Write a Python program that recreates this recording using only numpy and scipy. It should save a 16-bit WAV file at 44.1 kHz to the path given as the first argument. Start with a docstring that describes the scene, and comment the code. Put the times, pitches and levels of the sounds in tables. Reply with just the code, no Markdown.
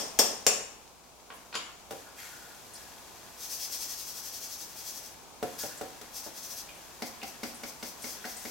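"""A metal spoon is knocked clean on the rim of a pot of rice, each impact exciting the metal's modes.
A utensil clatters down on the counter and a salt canister is picked up, rubbing and creaking in the hands.
Salt is shaken over the pot in quick strokes, its many tiny collisions merging into a hiss; the canister
is patted and tapped to loosen it. Underneath, the pot simmers on a softly roaring gas ring,
and the tiled kitchen adds reflections to the knocks and the handling."""
import sys
import numpy as np
from scipy import signal
from scipy.fft import rfft, irfft, next_fast_len
from scipy.io import wavfile

SR = 44100
rng = np.random.default_rng(int(sys.argv[2]) if len(sys.argv) > 2 else 0)


def pcm_store(signal):
    """Save signal as 16-bit PCM."""
    levels = np.round(np.clip(np.atleast_2d(signal), -1, 1) * 32767)
    wavfile.write(sys.argv[1], SR, levels.astype(np.int16).T)


N = 374850
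LEAD = SR // 4   # samples of sound before time zero
TIME = np.arange(-LEAD, N) / SR


# Knocks on the rim; the first is already dying away at time zero. Each row: start in seconds,
# level in dB, chatter length in seconds, spot on the rim as a signed position.
RIM_KNOCKS = [(-0.085, -14, 0.0079, -1.2), (0.189, -11.5, .009, -0.83), (0.4655, -12.5, 0.0034, 0.9)]
# Modes of pot and spoon. Each row: nominal frequency and width in Hz, level in dB, dB per unit of spot.
POT_MODES = [(252, 46, -8.5, -2), (363, 31, -11, -1), (454, 37, 0.5, 2), (580, 34, 1, 0.5),
             (736, 79, -5.5, 1.5), (880, 90, -12.5, -3.5), (1110, 70, -9, 2.5), (1760, 180, -15.5, 0),
             (2610, 590, -14.5, 6), (3410, 160, -12.5, -2.5), (4530, 200, -11.5, 3.5), (5070, 90, -9, -3.5),
             (5330, 110, -9.5, -7), (5735, 170, -1, 1), (6000, 200, -12, -3), (6840, 250, -3, 1.5),
             (7450, 210, -7, 6.5), (8690, 260, -7.5, -0.5), (9600, 220, -18.5, 4), (10960, 150, -17.5, 7.5),
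             (12250, 290, -14, -2.5), (13660, 360, -16.5, -4)]

def spoon():
    """Modal excitation: the spot struck on the rim decides how strongly each mode speaks."""
    out = np.zeros(len(TIME))
    for s, db, chatter_s, spot in RIM_KNOCKS:
        modes = [(hz, width, level + spot * change) for hz, width, level, change in POT_MODES]
        knock = impact(modes, pitch=0.98, crack_db=-22.5, crack_hz=13000, chatter_s=chatter_s, bass_hz=187)
        add(out, s, from_db(db) * knock)
    return out


# The utensil lands. Each row: start in seconds, level in dB, pitch ratio, low-pass cutoff in Hz.
BOUNCES = [(1.302, -38.5, 1.03, 2140), (1.320, -42, 0.95, 1590), (1.527, -41.5, 0.87, 5000),
           (1.540, -35, 1.3, 5000), (1.552, -29.5, 0.98, 9150), (1.571, -39, 1.04, 8000)]
# Modes of utensil and cutting board. Each row: frequency in Hz, width in Hz, level in dB.
BOARD_MODES = [(503, 150, -2.5), (1090, 140, 4.5), (1370, 170, 0), (1700, 300, -6), (2200, 210, -1.5),
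               (2940, 440, 1.5), (3440, 400, -3), (5140, 1300, -3.5)]
# Modes of the utensil's metal. Each row: frequency in Hz, width in Hz, level in dB.
CLINK_MODES = [(4600, 20, 4), (5400, 24, -8), (7070, 43, 4.5), (10000, 40, -10), (11060, 45, -10),
               (13450, 60, -15)]

def utensil(clink_db=-37):
    """A soft contact acts as a low-pass filter; only the hardest touch sets the metal clinking."""
    out = np.zeros(len(TIME))
    for s, db, pitch, cutoff_hz in BOUNCES:
        touch = impact(BOARD_MODES, pitch, crack_db=-9.5, crack_hz=4030, chatter_s=0.0092)
        softness = signal.butter(2, cutoff_hz, fs=SR)
        add(out, s, from_db(db) * signal.lfilter(*softness, touch))
    hardest_s = max(BOUNCES, key=lambda row: row[1])[0]
    clink = impact(CLINK_MODES, pitch=1, crack_db=-31, crack_hz=9000, chatter_s=0.0022)
    add(out, hardest_s, from_db(clink_db) * clink)
    return out


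# Runs of even shakes. Each row: first and last stroke in seconds, number of strokes.
SHAKES = [(3.438, 3.635, 3), (3.743, 5.06, 16), (6.178, 6.26, 2), (6.381, 6.591, 4)]
# Vigour of the wrist. Each row: time in seconds, relative level in dB.
WRIST_EFFORT = [(3.43, -34), (3.56, -29.5), (3.83, -30), (4.1, -34), (4.6, -34), (4.712, -43), (4.8, -35.5),
                (4.89, -32), (5.06, -40.5), (6.177, -33), (6.27, -39), (6.54, -34)]
# Hiss of the salt. Each row: frequency in Hz, spectral density in dB.
SALT_SPECTRUM = [(700, -24), (1900, -15.5), (3500, -9.5), (4500, -3.5), (5300, 0), (6200, 1), (7100, -6),
                 (8500, -5.5), (10000, -9), (12500, -5), (15000, -10.5), (16000, -5.5)]

def salt(level_db=-3, early_s=0.005, fall_s=0.053, half_stroke_share=0.31):
    """Incoherent sources add in power: colliding crystals hiss as they slide after a shake or a tap."""
    # salt jolted up by a tap comes down a moment later
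    slides = [(s + fall_s, db, half_s) for s, *_, db, half_s in FINGER_TAPS]
    for first, last, count in SHAKES:
        strokes, period = np.linspace(first, last, round(count), retstep=True)
        slides += [(s, in_time(WRIST_EFFORT, s), half_stroke_share * period) for s in strokes]
    power = 0
    for s, db, half_s in slides:
        offset = (TIME - s + early_s) / half_s
        power = power + from_db(db) ** 2 * np.exp(-np.minimum(offset ** 2, 50))
    # a caked lump gives way between the pats
    power = power + swell(s=5.594, hold_s=0, db=-28.5, attack_s=0.017, fade_db_per_s=133)
    hiss = coloured(grains(per_s=11000, spread_db=3), SALT_SPECTRUM)
    return from_db(level_db) * np.sqrt(power) * hiss


# Palm against the canister. Each row: start in seconds, level in dB, pitch ratio, crack in dB.
PALM_PATS = [(1.908, -36, 1.07, -21.5), (1.921, -41.5, 1.01, -21), (5.427, -28.5, 0.98, -28),
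             (5.634, -36, 1.076, -22), (5.811, -33.5, 1.03, -28.5), (6.013, -44.5, 0.93, -14),
             (6.262, -41.5, 1.2, -27)]
# Modes of the whole canister. Each row: frequency in Hz, width in Hz, level in dB.
BODY_MODES = [(109, 64, -8), (258, 42, -8.5), (283, 46, -5.5), (365, 74, -12), (455, 50, 1.5),
              (543, 53, -1.5), (734, 17, 0), (1030, 280, -25), (1360, 170, -17.5)]

def patting():
    """Free vibration: each pat leaves the whole canister ringing in its low modes."""
    return struck(PALM_PATS, BODY_MODES, crack_hz=6800)


# Fingertip on the canister. Each row: start in seconds, level in dB, pitch ratio, crack in dB,
# hollow note in dB, relative level of the salt's slide in dB, half length of that slide in seconds.
FINGER_TAPS = [(7.021, -33.5, 0.98, -12, -41, -36.5, 0.012), (7.230, -39.5, 0.97, -12, -40.5, -40, .021),
               (7.432, -33.5, 1, -14, -44.5, -40, .026), (7.634, -38, 1.02, -11, -54, -36.5, 0.017),
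               (7.827, -37.5, 1, -9, -62, -37, .026), (8.041, -38.5, 1.0, -32, -45, -35, 0.052),
               (8.250, -39, 0.97, -13, -40, -38, 0.037), (8.452, -38.5, 0.99, -21, -57, -39, 0.095)]
# Modes of the canister wall. Each row: frequency in Hz, width in Hz, level in dB.
WALL_MODES = [(129, 71, -5), (240, 55, 8), (276, 83, 7), (465, 85, 5), (545, 25, 6.5), (750, 61, -1),
              (1050, 380, -6), (1500, 290, -8.5), (2160, 220, 2), (4950, 950, -4.5)]

def tapping():
    """Cavity resonance: each tap rings the wall, and the air inside answers with a hollow note."""
    out = struck([row[:4] for row in FINGER_TAPS], WALL_MODES, crack_hz=6500)
    for s, _, _, _, hollow_db, _, _ in FINGER_TAPS:
        add(out, s, burst(hollow_db, hz=748, t60_s=0.11, relative_width=0.14))
    return out


# The canister moves in the hands with a faint rustle. Each row: start and end in seconds.
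HELD_SPANS = [(2.2, 5.08), (5.44, 8.5)]
# The hands reach and shift their grip. Each row: time in seconds, hold in seconds, level in dB.
GRIP_SHIFTS = [(1.33, 0.034, -57), (1.96, .02, -51), (2.18, 0.081, -45.5), (2.75, .07, -53.5),
               (5.46, 0.29, -50), (8.08, .4, -51)]
# Skin on the canister. Each row: frequency in Hz, spectral density in dB.
RUB_SPECTRUM = [(600, -20), (1000, -14), (1500, 1), (2200, -5.5), (3000, -5), (4500, -5), (6300, -3.5),
                (9700, -9.5), (12000, -6.5), (15500, -13.5)]
# A finger drags. Each row: time in seconds, hold in seconds, level in dB.
FINGER_DRAGS = [(2.073, .03, -54), (2.24, 0.29, -55.5), (5.615, .13, -53.5)]
# Its hoarse squeak. Each row: frequency in Hz, spectral density in dB.
SQUEAK_SPECTRUM = [(1100, -35), (1400, 5), (1550, 2), (1750, -4), (2100, -38)]

def hands(held_db=-53.5):
    """Sliding friction: dense tiny slips of skin make a rustle, sparse ones in a narrow band a squeak."""
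    moves = [(start, end - start, held_db) for start, end in HELD_SPANS] + list(GRIP_SHIFTS)
    rub_power = sum(swell(*move, attack_s=0.03, fade_db_per_s=68) for move in moves)
    squeak_power = sum(swell(*drag, attack_s=0.03, fade_db_per_s=200) for drag in FINGER_DRAGS)
    rub = coloured(grains(per_s=5000, spread_db=3.5), RUB_SPECTRUM)
    squeak = coloured(grains(per_s=400, spread_db=3.5), SQUEAK_SPECTRUM)
    return np.sqrt(rub_power) * rub + np.sqrt(squeak_power) * squeak


# Short clicks and creaks of handling, including the fingertip's contact on two taps.
# Each row: start in seconds, level in dB, frequency in Hz, 60 dB decay time in seconds.
HANDLING_TICKS = [(1.338, -51, 10400, .09), (2.186, -48, 2120, 0.2), (2.736, -42.5, 8600, 0.075),
                  (2.753, -40.5, 5500, 0.044), (3.083, -45, 310, .07), (5.775, -42.5, 7800, .06),
                  (6.687, -44.5, 2550, 0.12), (7.216, -38, 2650, 0.076), (7.545, -44, 9000, 0.077),
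                  (8.021, -37.5, 8700, 0.046), (8.241, -35.5, 1670, 0.065), (8.365, -41.5, 8160, 0.11)]

def ticks(faint_per_s=1.5, faint_db=-51, faint_hz=6500):
    """Damped resonance: each click or creak is one broad band; faint ones follow the pick-up at random."""
    out = np.zeros(len(TIME))
    for s, db, hz, t60_s in HANDLING_TICKS:
        add(out, s, burst(db, hz, t60_s))
    start_s = HELD_SPANS[0][0]
    span_s = HELD_SPANS[-1][1] - start_s
    for when, height in rng.uniform(size=(round(faint_per_s * span_s), 2)):
        hz = faint_hz * 2 ** (2 * height - 1)   # up to an octave either way
        add(out, start_s + when * span_s, burst(faint_db, hz, t60_s=0.045))
    return out


# Gas flame and simmering pot. Each row: frequency in Hz, spectral density in dB.
STOVE_SPECTRUM = [(15, -36), (25, -7.5), (116, -7), (227, -6), (297, -7), (614, -6.5), (703, -4), (997, -5),
                  (1620, -15), (1900, -20.5), (2300, -13), (2850, -16.5), (6380, -14), (9810, -21),
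                  (15500, -24.5)]
# Level of the stove background as heard: it dips after the loud knocks and recovers,
# as with a recorder's automatic gain. Each row: time in seconds, level in dB.
BACKGROUND_GAIN = [(0, -45.5), (1.0, -55), (1.8, -52), (3.0, -51), (5.2, -51), (8.5, -49.5)]

def stove(simmer_db=-17, hum_hz=60, hum_db=-71.5):
    """Superposition of the flame's broadband roar, the pot's fine pops and a faint mains hum."""
    flame = coloured(diffuse(len(TIME)), STOVE_SPECTRUM)
    pop_spectrum = [(500, -26), (1500, 4), (6000, -5), (14000, -24)]   # Hz, dB
    pops = coloured(grains(per_s=150, spread_db=4.5), pop_spectrum)
    hum = from_db(hum_db) * rms_one(np.sin(2 * np.pi * hum_hz * TIME))
    return from_db(in_time(BACKGROUND_GAIN, TIME)) * (flame + from_db(simmer_db) * pops) + hum


# The tiled kitchen. Each row: frequency in Hz, 60 dB decay time in seconds.
REVERB_TIMES = [(150, 0.64), (500, 0.48), (2000, 0.65), (5500, 0.45), (8000, 0.49), (14000, 0.29)]

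def kitchen(x, direct_db, early_db, late_db):
    """Reverberation: direct sound, early reflections from hob and tiles, then an exponential tail."""
    t = np.arange(SR * 2 // 3) / SR
    centres = np.geomspace(125, 16000, 8)
    noise, late = diffuse(len(t)), 0
    for hz, share in zip(centres, np.eye(len(centres))):
        band = filtered(noise, lambda f: at_hz(np.c_[centres, share], f))
        late = late + band * decay(t, at_hz(REVERB_TIMES, hz))
    late = late * (1 - np.exp(-t / 0.0094))   # the tail builds up
    early = diffuse(len(t)) * decay(t, t60_s=0.11) * (t > 0.001)
    response = (from_db(early_db) * rms_one(early) + from_db(late_db) * rms_one(late)) / np.sqrt(len(t))
    response[:, 0] += from_db(direct_db)
    return signal.fftconvolve(x[None], response, axes=1)[:, :len(x)]


# Likeness of left and right. Each row: frequency in Hz, correlation (negative values count as zero).
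COHERENCE = [(50, 0), (130, 0), (300, 0.43), (600, 0.64), (1200, 0.23), (3000, 0.2), (6000, -0.19),
             (12000, -0.5)]

def diffuse(size):
    """Diffuse field: white stereo noise, partly coherent in the midrange, unrelated at the extremes."""
    mid, side = rng.standard_normal((2, size))
    mid = filtered(mid, lambda hz: np.sqrt(1 + np.clip(at_hz(COHERENCE, hz), 0, 1)))
    side = filtered(side, lambda hz: np.sqrt(1 - np.clip(at_hz(COHERENCE, hz), 0, 1)))
    return rms_one(np.array([mid + side, mid - side]))


def impact(modes, pitch, crack_db, crack_hz, chatter_s, bass_hz=130):
    """Impulse response: damped modes over the contact's broad crack, with the energy of 10 ms at rms 1."""
    size = SR // 5
    hz = np.fft.rfftfreq(size, 1 / SR) + 1
    power = from_db(crack_db) ** 2 / (1 + (hz / crack_hz) ** 2)
    for centre, width, db in modes:
        detuning = hz / (centre * pitch) - centre * pitch / hz
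        power = power + from_db(db) ** 2 / (1 + (detuning * centre / width) ** 2)
    power = power / (1 + (bass_hz / hz) ** 4)   # small things radiate little bass
    cepstrum = irfft(np.log(power), size)
    cepstrum[size // 2:] = 0   # minimum phase: every resonance starts at the contact and dies away
    # while the contact chatters, each part of the spectrum is set off at its own moment
    delay_s = np.interp(hz, np.linspace(0, SR / 2, 60), chatter_s * rng.random(60) ** 2)
    phase_lag = 2 * np.pi * np.cumsum(delay_s) * SR / size
    sound = irfft(np.exp(rfft(cepstrum) - 1j * phase_lag), size)[:size // 2]
    return sound * np.sqrt(SR // 100 / np.sum(sound ** 2))


def struck(events, modes, crack_hz, chatter_s=0.006, vary_db=1.5):
    """Mode levels vary from blow to blow, since no two land on quite the same spot."""
    out = np.zeros(len(TIME))
    for s, db, pitch, crack_db in events:
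        touched = [(hz, width, level + vary_db * rng.standard_normal()) for hz, width, level in modes]
        add(out, s, from_db(db) * impact(touched, pitch, crack_db, crack_hz, chatter_s))
    return out


def burst(db, hz, t60_s, relative_width=0.31):
    """Damped resonance: a band of noise that dies away."""
    t = np.arange(SR // 4) / SR
    resonance = signal.iirpeak(hz, 1 / relative_width, fs=SR)
    noise = rng.standard_normal(len(t))
    band = signal.lfilter(*resonance, signal.lfilter(*resonance, noise))
    return from_db(db) * rms_one(band) * decay(t, t60_s)


def grains(per_s, spread_db):
    """Shot noise: tiny impacts of uneven size at random times."""
    size = len(TIME)
    strengths = from_db(spread_db * np.minimum(rng.exponential(1, size), 4))
    signs = rng.choice([-1, 1], size)
    return strengths * signs * (rng.random(size) < per_s / SR)


def swell(s, hold_s, db, attack_s, fade_db_per_s):
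    """Power envelope that reaches its level at time s, holds, then fades."""
    rise = np.clip((TIME - s) / attack_s + 1, 0, 1)
    fade_db = np.clip(fade_db_per_s * (TIME - s - hold_s), 0, 100)
    return (rise * from_db(db - fade_db)) ** 2


def decay(t, t60_s):
    """Exponential damping, 60 dB in t60_s."""
    return np.exp(-np.log(1000) * t / t60_s)


def from_db(db):
    """Decibels to amplitude ratio."""
    return 10 ** (np.asarray(db) / 20)


def rms_one(x):
    """Normalisation to rms 1."""
    return x / np.sqrt(np.mean(x ** 2) + 1e-20)


def in_time(points, s):
    """Linear interpolation in time."""
    return np.interp(s, *np.transpose(points))


def at_hz(points, hz):
    """Interpolation on a log-frequency axis."""
    freqs, values = np.transpose(points)
    return np.interp(np.log(np.maximum(hz, 1)), np.log(freqs), values)


def filtered(x, gain_at):
    """Zero-phase filtering by a gain that depends on frequency."""
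    size = next_fast_len(x.shape[-1] + SR // 20)
    gain = gain_at(np.fft.rfftfreq(size, 1 / SR))
    return irfft(rfft(x, size) * gain, size)[..., :x.shape[-1]]


def coloured(x, spectrum):
    """Spectral shaping, scaled to rms 1."""
    return rms_one(filtered(x, lambda hz: from_db(at_hz(spectrum, hz))))


def add(track, s, sound):
    """Superposition of a sound on a track at time s."""
    start = max(round(s * SR) + LEAD, 0)
    track[start:start + len(sound)] += sound[:len(track) - start]


def pan(left_db):
    """Level difference as a pair of gains, left and right."""
    return from_db(left_db * np.array([[0.5], [-0.5]]))


def scene():
    """Sound pressures add: the sources at the stove, heard across the kitchen."""
    pats = patting()
    pot = kitchen(spoon(), direct_db=-8, early_db=-3.5, late_db=-5.5) * pan(left_db=0.6)
    counter = kitchen(utensil() + ticks(), direct_db=-4, early_db=-1.5, late_db=-3)
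    canister = kitchen(pats + tapping(), direct_db=-2.5, early_db=1, late_db=-3.5)
    seasoning = kitchen(salt() + hands(), direct_db=-5, early_db=-5, late_db=-10)
    return (pot + counter + canister + seasoning + stove())[:, LEAD:]


# Balance of the microphone pair. Each row: frequency in Hz, left minus right in dB.
STEREO_BALANCE = [(60, -0.5), (300, -0.5), (550, -2.5), (1000, -2), (2200, 1.5), (5500, 3.5), (9000, 5),
                  (13000, 7)]
CUTOFF_HZ = 15900

def record(dry):
    """Acoustic shadowing dulls the right port's treble; a steep low-pass cuts the top of both sides."""
    heard = filtered(dry, lambda hz: pan(at_hz(STEREO_BALANCE, hz)))
    low_pass = signal.ellip(10, 0.2, 80, CUTOFF_HZ, fs=SR, output="sos")
    return signal.sosfilt(low_pass, heard)


dry = scene()
out = record(dry)
pcm_store(out)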